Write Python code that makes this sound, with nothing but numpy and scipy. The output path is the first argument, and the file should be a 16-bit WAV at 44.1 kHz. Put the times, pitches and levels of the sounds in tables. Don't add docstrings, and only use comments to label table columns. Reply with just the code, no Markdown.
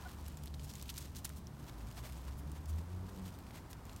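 import sys
import numpy as np
from scipy import signal
from scipy.fft import rfft, irfft
from scipy.io import wavfile

SR = 44100
rng = np.random.default_rng(int(sys.argv[2]) if len(sys.argv) > 2 else 0)


def store_wav(level_fs):
    pcm = np.round(np.clip(np.atleast_2d(level_fs), -1, 1) * 32767)
    wavfile.write(sys.argv[1], SR, pcm.T.astype(np.int16))


N = 176400
TIME_S = np.arange(N) / SR
CUTOFF_HZ = 16000

# freq_hz, gain_db
RUSTLE_SPECTRUM = [(800, -8.5), (3000, 2), (6200, -0.5), (9000, -1.5), (10300, -6), (12500, -1.5),
                   (16000, -8.5)]


def from_db(db):
    return 10 ** (np.asarray(db) / 20)


def unit_rms(x):
    return x / np.sqrt(np.mean(x ** 2) + 1e-20)


def per_sample(rows):
    time_s, *columns = np.transpose(rows)
    return [np.interp(TIME_S, time_s, column) for column in columns]


def drift(rate_hz):
    hop, settle = 40, 2000
    r = np.exp(-2 * np.pi * rate_hz * hop / SR)
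    white = rng.standard_normal(N // hop + settle + 2)
    slow = signal.lfilter([1], [1, -2 * r, r * r], white)[settle:]
    return np.interp(np.arange(N) / hop, np.arange(len(slow)), unit_rms(slow))


def colour(x, spectrum, size=8192):
    freq_hz, gain_db = np.transpose(spectrum)
    grid_hz = np.maximum(np.arange(size // 2 + 1) * SR / size, 1)
    gain = unit_rms(from_db(np.interp(np.log(grid_hz), np.log(freq_hz), gain_db)))
    cepstrum = irfft(np.log(gain))
    cepstrum[1:size // 2] *= 2
    cepstrum[size // 2 + 1:] = 0
    impulse = irfft(np.exp(rfft(cepstrum)))
    return signal.fftconvolve(x, impulse)[:len(x)]


def noise(spectrum):
    return unit_rms(colour(rng.standard_normal(N + SR), spectrum)[SR:])


def ring(x, ring_hz, width_hz, boost_db):
    r = np.exp(-np.pi * width_hz / SR)
    feedforward = np.array([1, 0, -1]) * (1 - r * r) / 2
    feedback = [1, -2 * r * np.cos(2 * np.pi * ring_hz / SR), r * r]
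    return x + from_db(boost_db) * signal.lfilter(feedforward, feedback, x)


def grains(count, rate_per_s, spread_db):
    sizes = from_db(spread_db * np.minimum(rng.exponential(1, count), 4))
    signs = rng.choice([-1, 1], count)
    hits = rng.random(count) < rate_per_s / SR
    return unit_rms(sizes * signs * hits)


def swell(x, length_s, rms_db):
    shaped = x * np.sin(np.pi * np.minimum(TIME_S[:len(x)] / length_s, 1))
    return from_db(rms_db) * shaped * np.sqrt(length_s * SR / (np.sum(shaped ** 2) + 1e-20))


def decay_envelope(x, t60_s):
    r = from_db(-60 / (t60_s * SR)) ** 2
    return np.sqrt(signal.lfilter([1 - r], [1, -r], x ** 2 + 1e-18))


def add(out, start_s, x):
    i = max(int(start_s * SR), 0)
    out[i:i + len(x)] += x[:max(N - i, 0)]


def traffic(rumble_db=-51):
    # freq_hz, gain_db
    rumble_spectrum = [(20, -30.5), (32, -7.5), (60, 3), (105, -2), (280, -10.5), (480, -21.5), (950, -24),
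                       (2300, -39), (5000, -37.5), (16000, -45.5)]
    tyre_spectrum = [(250, -10), (680, -3.5), (980, 0), (1400, -6.5), (6000, -29)]
    # time_s, level_db
    tyre_curve = [(0, -57.5), (.5, -68), (1.4, -67.5), (1.7, -61), (2.6, -63), (4, -61)]
    tyre_db, = per_sample(tyre_curve)
    return from_db(rumble_db) * noise(rumble_spectrum) + from_db(tyre_db) * noise(tyre_spectrum)


def engine(jitter_rad=.11, exhaust_band_hz=(248, 630), exhaust_db=-10):
    # time_s, firing_hz, fundamental_db, overtone_db
    run = [(0, 68.64, -61, -64), (.22, 75.93, -48.5, -67.5), (.6, 72.64, -49, -56),
           (.85, 68.9, -54.5, -62.5), (1.1, 74.22, -49.5, -67.5), (1.62, 70.92, -59, -56),
           (1.78, 54.04, -51, -59.5), (2.28, 67.36, -46.5, -61), (2.5, 73.33, -47, -52.5),
           (2.64, 76.97, -52.5, -59.5), (2.72, 78.83, -38, -62), (2.8, 81.5, -40, -51.5),
           (2.87, 86.8, -53.5, -56.5), (2.94, 90.95, -42, -56), (3.15, 94.45, -52.5, -51),
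           (3.28, 93, -49.5, -59), (3.44, 85, -69, -76)]
    # multiple, gain_db
    overtones = [(2, 1.5), (3, -10.5), (4, -13.5)]
    firing_hz, fundamental_db, overtone_db = per_sample(run)
    phase = 2 * np.pi * np.cumsum(firing_hz) / SR + jitter_rad * drift(rate_hz=59)
    # multiple, level_db, waver_db
    orders = [(0.99, fundamental_db, 1.2)]
    orders += [(round(multiple), overtone_db + gain_db, 2.8) for multiple, gain_db in overtones]
    hum = np.zeros(N)
    for multiple, level_db, waver_db in orders:
        amplitude = np.sqrt(2) * from_db(level_db + waver_db * drift(rate_hz=10))
        hum += amplitude * np.sin(multiple * phase + 2 * np.pi * rng.random())
    puffs = rng.standard_normal(N) * (1 + np.cos(phase))
    band = signal.butter(2, exhaust_band_hz, "band", fs=SR, output="sos")
    rush = unit_rms(signal.sosfilt(band, puffs))
    speed_gain = (firing_hz / firing_hz.max()) ** 2
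    return hum + from_db(overtone_db + exhaust_db) * speed_gain * rush


def bird(middle_s=0.064, length_s=0.034, top_hz=739, sag=0.11):
    # multiple, level_db
    partials = [(1, -53), (2, -50.5)]
    position = np.clip(2 * (TIME_S - middle_s) / length_s, -1, 1)
    pitch_hz = top_hz * (1 - sag * position ** 2)
    phase = 2 * np.pi * np.cumsum(pitch_hz) / SR
    tone = sum(np.sqrt(2) * from_db(db) * np.sin(round(k) * phase) for k, db in partials)
    return np.cos(np.pi * position / 2) ** 2 * tone


def rustle(clump_db=2.8):
    # time_s, level_db
    rustle_level = [(0, -62), (.21, -66), (.29, -62.5), (.52, -69.5), (.68, -61), (1.0, -63), (1.09, -67.5),
                    (1.28, -64), (1.5, -77), (1.6, -65), (2.12, -64.5), (2.46, -73.5), (2.7, -68.5),
                    (3.0, -74.5), (3.24, -61), (3.42, -71.5), (3.76, -79), (3.9, -63.5)]
    level_db, = per_sample(rustle_level)
    clicks = grains(N, rate_per_s=1200, spread_db=2.8) * from_db(clump_db * drift(rate_hz=21))
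    ticks = decay_envelope(clicks, t60_s=.003) * rng.standard_normal(N)
    return from_db(level_db) * unit_rms(colour(ticks, RUSTLE_SPECTRUM))


def leaf_scatter(x, t60_s=0.043, gain_db=-6):
    return x + from_db(gain_db) * decay_envelope(x, t60_s) * noise(RUSTLE_SPECTRUM)


def scuffs(gain_db=1, count=8192):
    # start_s, length_s, relative_db
    rubs = [(1.675, 0.027, -62.5), (1.965, 0.036, -57), (2.023, 0.062, -57), (2.089, .015, -59.5),
            (2.263, .036, -62), (2.536, 0.061, -64.5), (2.778, 0.017, -61), (3.082, .02, -63),
            (3.525, 0.079, -60.5)]
    # freq_hz, gain_db
    litter_spectrum = [(200, -19.5), (600, 6), (1200, 4), (3500, -2), (16000, -11.5)]
    out = np.zeros(N)
    for start_s, length_s, relative_db in rubs:
        grit = grains(count, rate_per_s=3900, spread_db=-1)
        add(out, start_s, swell(grit, length_s, relative_db + gain_db))
    return colour(out, litter_spectrum)


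def crunches(gain_db=-7, count=4096):
    # start_s, length_s, relative_db, ring_hz
    bites = [(0.624, 0.042, -53, 7860), (0.686, 0.034, -49.5, 4500), (0.891, 0.019, -42, 3800),
             (0.976, 0.013, -38.5, 7200), (0.997, 0.044, -50, 6460), (1.153, 0.023, -45.5, 5500),
             (1.168, .035, -51.5, 7010), (1.242, 0.016, -38.5, 9140), (1.352, 0.048, -55.5, 8350),
             (2.37, 0.042, -56.5, 11000), (2.675, 0.042, -53.5, 8750), (3.695, .032, -53.5, 9580)]
    out = np.zeros(N)
    for start_s, length_s, relative_db, ring_hz in bites:
        cracks = grains(count, rate_per_s=1400, spread_db=-1.5)
        cracks = ring(cracks, ring_hz, width_hz=5900, boost_db=8.5)
        add(out, start_s, swell(cracks, length_s, relative_db + gain_db))
    return out


def snaps(t60_s=.008, gain_db=1, count=2048):
    # start_s, relative_db, ring_hz
    fractures = [(.263, -49.5, 5450), (.2816, -45, 11100), (0.3719, -47, 7150), (0.4364, -48, 8700),
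                 (0.458, -46.5, 10600), (0.4727, -49, 3500), (.479, -50.5, 3800), (0.5406, -48, 3870),
                 (0.5446, -49, 3700), (0.5954, -49, 3020), (0.698, -54, 4600), (0.727, -56, 5500),
                 (.7375, -46.5, 6200), (.754, -45, 6530), (0.8137, -47, 5540), (0.8253, -42, 8400),
                 (0.8925, -40, 2820), (.901, -40.5, 5360), (.941, -48.5, 6350), (.977, -46.5, 3170),
                 (0.9856, -44, 8700), (1.0555, -50, 6590), (1.15, -51, 5340), (1.247, -42.5, 4900),
                 (1.2522, -34, 9700), (1.2928, -46, 8940), (1.301, -49, 1790), (1.47, -48, 5766),
                 (1.696, -49.5, 1960), (2.517, -49.5, 9150), (2.6577, -51, 6000), (3.388, -54, 13430),
                 (3.4666, -53, 2147), (3.5077, -49.5, 2150), (3.7297, -50, 2000), (3.7307, -47, 5530),
                 (3.8531, -53, 6920), (3.8951, -48.5, 2200), (3.932, -55, 7420), (3.963, -48, 9240)]
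    out = np.zeros(N)
    decay = from_db(-60 * TIME_S[:count] / t60_s)
    for start_s, relative_db, ring_hz in fractures:
        burst = ring(rng.standard_normal(count) * decay, ring_hz, width_hz=1100, boost_db=10.5)
        top_hz = min(2.4 * ring_hz, CUTOFF_HZ)
        burst = signal.lfilter(*signal.butter(2, top_hz, fs=SR), burst)
        burst = unit_rms(burst) * np.sqrt(SR / 1000 / count)
        add(out, start_s, from_db(relative_db + gain_db) * burst)
    return out


def gnawing():
    # freq_hz, gain_db
    food_spectrum = [(300, -14), (1300, 4.5), (2300, -0.5), (3500, 2.5), (5500, 2.5), (10500, 0.5),
                     (14000, 4)]
    return colour(snaps() + crunches(), food_spectrum)


def scene():
    in_leaves = leaf_scatter(gnawing() + rustle() + scuffs())
    return (in_leaves + engine() + traffic() + bird())[None]


def record(dry):
    return signal.sosfilt(signal.ellip(10, .2, 70, CUTOFF_HZ, fs=SR, output="sos"), dry)


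dry = scene()
out = record(dry)
store_wav(out)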